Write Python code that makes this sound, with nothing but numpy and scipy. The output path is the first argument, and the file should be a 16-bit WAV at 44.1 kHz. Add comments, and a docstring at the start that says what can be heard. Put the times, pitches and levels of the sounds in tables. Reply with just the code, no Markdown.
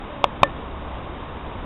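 """Dusk beside a flooded road

A hand-held camera's microphone hears a steady far wash of outdoor noise and a low drone, probably a
distant engine. A faint whine passes. Right at the microphone, over a thin whistle, the camera clicks
twice and its case rings briefly. The narrow-band recorder overloads on both clicks."""
import sys
import numpy as np
from scipy import signal
from scipy.io import wavfile
from scipy.ndimage import uniform_filter1d

SR = 44100
rng = np.random.default_rng(int(sys.argv[2]) if len(sys.argv) > 2 else 0)


def to_wav(sig):
    """Store sig (one row per channel, or 1-D mono) as 16-bit WAV at the path in sys.argv[1].

    Samples outside -1..1 are clipped; the rate is SR.
    """
    pcm = np.clip(np.atleast_2d(sig), -1, 1) * 32767
    pcm = np.round(pcm).astype(np.int16)
    wavfile.write(sys.argv[1], SR, pcm.T)  # frames by channels


N = 72765
T = np.arange(N) / SR
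KNOCK_RISE_S, CASE_RISE_S = 0.00077, 0.0094


def amp(db):
    """Decibels to gain."""
    return 10 ** (np.asarray(db) / 20)


def unit(x):
    """Scales to rms 1."""
    return x / np.sqrt(np.mean(x ** 2) + 1e-20)


def add(mix, s, sound):
    """Mixes a sound in at time s."""
    part = mix[round(s * SR):][:len(sound)]
    part += sound[:len(part)]


def drift(t, rate_hz):
    """Slow random motion of rms 1, up to the given rate."""
    hz = np.geomspace(rate_hz / 10, rate_hz, 20)
    return unit(sum(np.sin(2 * np.pi * (f * t + rng.random())) for f in hz))


def lowpass(x, hz, taps):
    """Steep low-pass."""
    return signal.oaconvolve(x, signal.firwin(taps, hz, window=("kaiser", 9), fs=SR), "same")


def far_tone(curve, waver, flutter_db, rate_hz, partials=((1, 0),)):
    """A far tone whose pitch and level waver on the way to the microphone."""
    s, hz, db = np.transpose(curve)
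    pitch = np.interp(T, s, hz) * (1 + waver * drift(T, rate_hz))
    turns = np.cumsum(pitch) / SR
    level = amp(np.interp(T, s, db, right=-np.inf) + flutter_db * drift(T, rate_hz))
    wave = sum(amp(part_db) * np.sin(2 * np.pi * k * turns) for k, part_db in partials)
    return np.sqrt(2) * level * wave


def far_wash():
    """Outdoor noise from far off, with soft drifting patches and a slight swell."""
    # spectrum of the wash: f/Hz, relative level/dB
    spectrum = [(12, -10), (30, 2), (48, 1), (85, -1.5), (120, -5.5), (160, -6.5), (300, -6.5), (430, -9),
                (800, -10.5), (1080, -9), (1400, -17), (1900, -22), (2800, -24), (3800, -26)]
    f, db = np.transpose(spectrum)
    frames, hz = N // 512 + 5, np.fft.rfftfreq(2048, 1 / SR)
    shape_db = np.interp(np.log(hz + 1), np.log(f), db)
    real, imag, patches = rng.standard_normal((3, frames, len(hz)))
    patches = uniform_filter1d(patches, size=6, axis=0)  # smooth in time
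    patches = unit(uniform_filter1d(patches, size=16, axis=1))  # and in frequency
    swell = drift(np.linspace(0, N / SR, frames), rate_hz=5)[:, None]
    bins = (real + 1j * imag) * amp(shape_db + 0.61 * patches - 0.35 * swell)
    _, noise = signal.istft(bins.T, nperseg=2048, noverlap=1536)
    return amp(-32.5) * unit(noise[:N])


def far_drone():
    """A low, uneven drone, probably an engine in the distance."""
    # course of the drone: t/s, f/Hz, level/dB
    curve = [(0, 65.5, -62), (.4, 62.7, -44.5), (.5, 64.9, -47), (.8, 65.04, -38), (.95, 66.27, -37.5),
             (1.01, 67.7, -47.5), (1.14, 70.05, -38), (1.4, 65.3, -46), (1.65, 65.5, -55)]
    return far_tone(curve, waver=.018, flutter_db=1.0, rate_hz=13)


def far_whine():
    """A faint, distant whine that falls as it passes."""
    # course of the fundamental: t/s, f/Hz, level/dB
    curve = [(.04, 298.6, -60), (.095, 295.1, -43.5), (.15, 290.2, -48.5), (.21, 283, -40.5),
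             (.27, 280, -52)]
    # harmonics: multiple, relative level/dB
    partials = [(1, -3), (2, 0)]
    return far_tone(curve, waver=.015, flutter_db=2.5, rate_hz=64, partials=partials)


def whistle():
    """A thin steady whistle at the microphone, probably from the camera's electronics."""
    # steady tone: f/Hz, rms level/dB
    tones = [(3693, -61)]
    return sum(np.sqrt(2) * amp(db) * np.sin(2 * np.pi * hz * T) for hz, db in tones)


def ring(modes, rise_s, tilt_db, delay_s=0):
    """Dying modes set off by one contact; a harder contact favours the high ones (tilt per octave)."""
    t = np.maximum(T[:N // 4] - delay_s, 0)
    hz, db, t60 = np.transpose(modes)[:, :, None]
    level = amp(db + tilt_db * np.log2(hz / 1000) - 60 * t / t60)
    sign = (-1) ** np.arange(len(modes))  # neighbours swing opposite ways
    return (1 - np.exp(-t / rise_s)) * (sign @ (level * np.sin(2 * np.pi * hz * t)))


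def rattle(cutoff_hz=2500, t60_s=.028):
    """A brief dull buzz of loose parts after a knock."""
    t = T[:N // 4]
    hiss = rng.standard_normal(len(t))
    dull = unit(signal.lfilter(*signal.butter(1, cutoff_hz, fs=SR), hiss))
    return dull * amp(-60 * t / t60_s)


def thud(start_hz=607.4, sag_hz_per_s=2700, t60_s=0.067):
    """A short hollow note that sinks as it dies."""
    t = T[:N // 4]
    turns = np.cumsum(start_hz - sag_hz_per_s * t) / SR
    envelope = (1 - np.exp(-t / CASE_RISE_S)) * amp(-60 * t / t60_s)
    return envelope * np.sin(2 * np.pi * turns)


def camera_clicks():
    """At the microphone: a hard knock, a quick rebound and a rattle, then the case thuds and rings."""
    # contacts, with a faint one just ahead of the second click:
    # t/s, knock level/dB, tilt/(dB/octave), rebound delay/ms, rebound re knock/dB, thud/dB, ring/dB
    contacts = [(0.2414, 6.5, 1.13, 1.463, -11.5, -12.5, -17), (0.4191, -20, -10, 1.13, -23.5, -50, -40.5),
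                (0.4318, 10, -1.15, 1.588, -9, -7, 2)]
    # heavily damped modes of the knock: f/Hz, level/dB, t60/s
    knock_modes = [(114.5, -20, 0.011), (943, 11.5, .0034), (1081, 2, 0.012), (2360, -8, 0.009),
                   (3030, -8.5, 0.0044), (3667, -11, 0.0057)]
    # longer modes of the case: f/Hz, level/dB, t60/s
    case_modes = [(298, -27.5, 0.17), (1782, -19, .12)]
    out = np.zeros(N)
    for s, db, tilt_db, rebound_ms, rebound_db, thud_db, ring_db in contacts:
        knock = ring(knock_modes, KNOCK_RISE_S, tilt_db)
        # the rebound is a lighter, brighter contact
        rebound = amp(rebound_db) * ring(knock_modes, KNOCK_RISE_S, tilt_db + 6, rebound_ms / 1000)
        impact = amp(db) * (knock + rebound + amp(-23) * rattle())
        case = amp(ring_db) * ring(case_modes, CASE_RISE_S, tilt_db=0) - amp(thud_db) * thud()
        add(out, s, impact + case)
    return out


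def scene():
    """Drone, whine and wash far away; whistle and clicks at the microphone. Mono."""
    return (far_drone() + far_whine() + far_wash() + whistle() + camera_clicks())[None]


def record(dry):
    """The recorder passes a narrow band, then overloads, which gives the clicks their only treble."""
    ceiling, knee = 0.98, 60  # a nearly hard clip
    narrow = lowpass(dry[0], hz=3825, taps=341)
    clipped = narrow / (1 + abs(narrow / ceiling) ** knee) ** (1 / knee)
    return lowpass(clipped, hz=16500, taps=301)[None]


dry = scene()
out = record(dry)
to_wav(out)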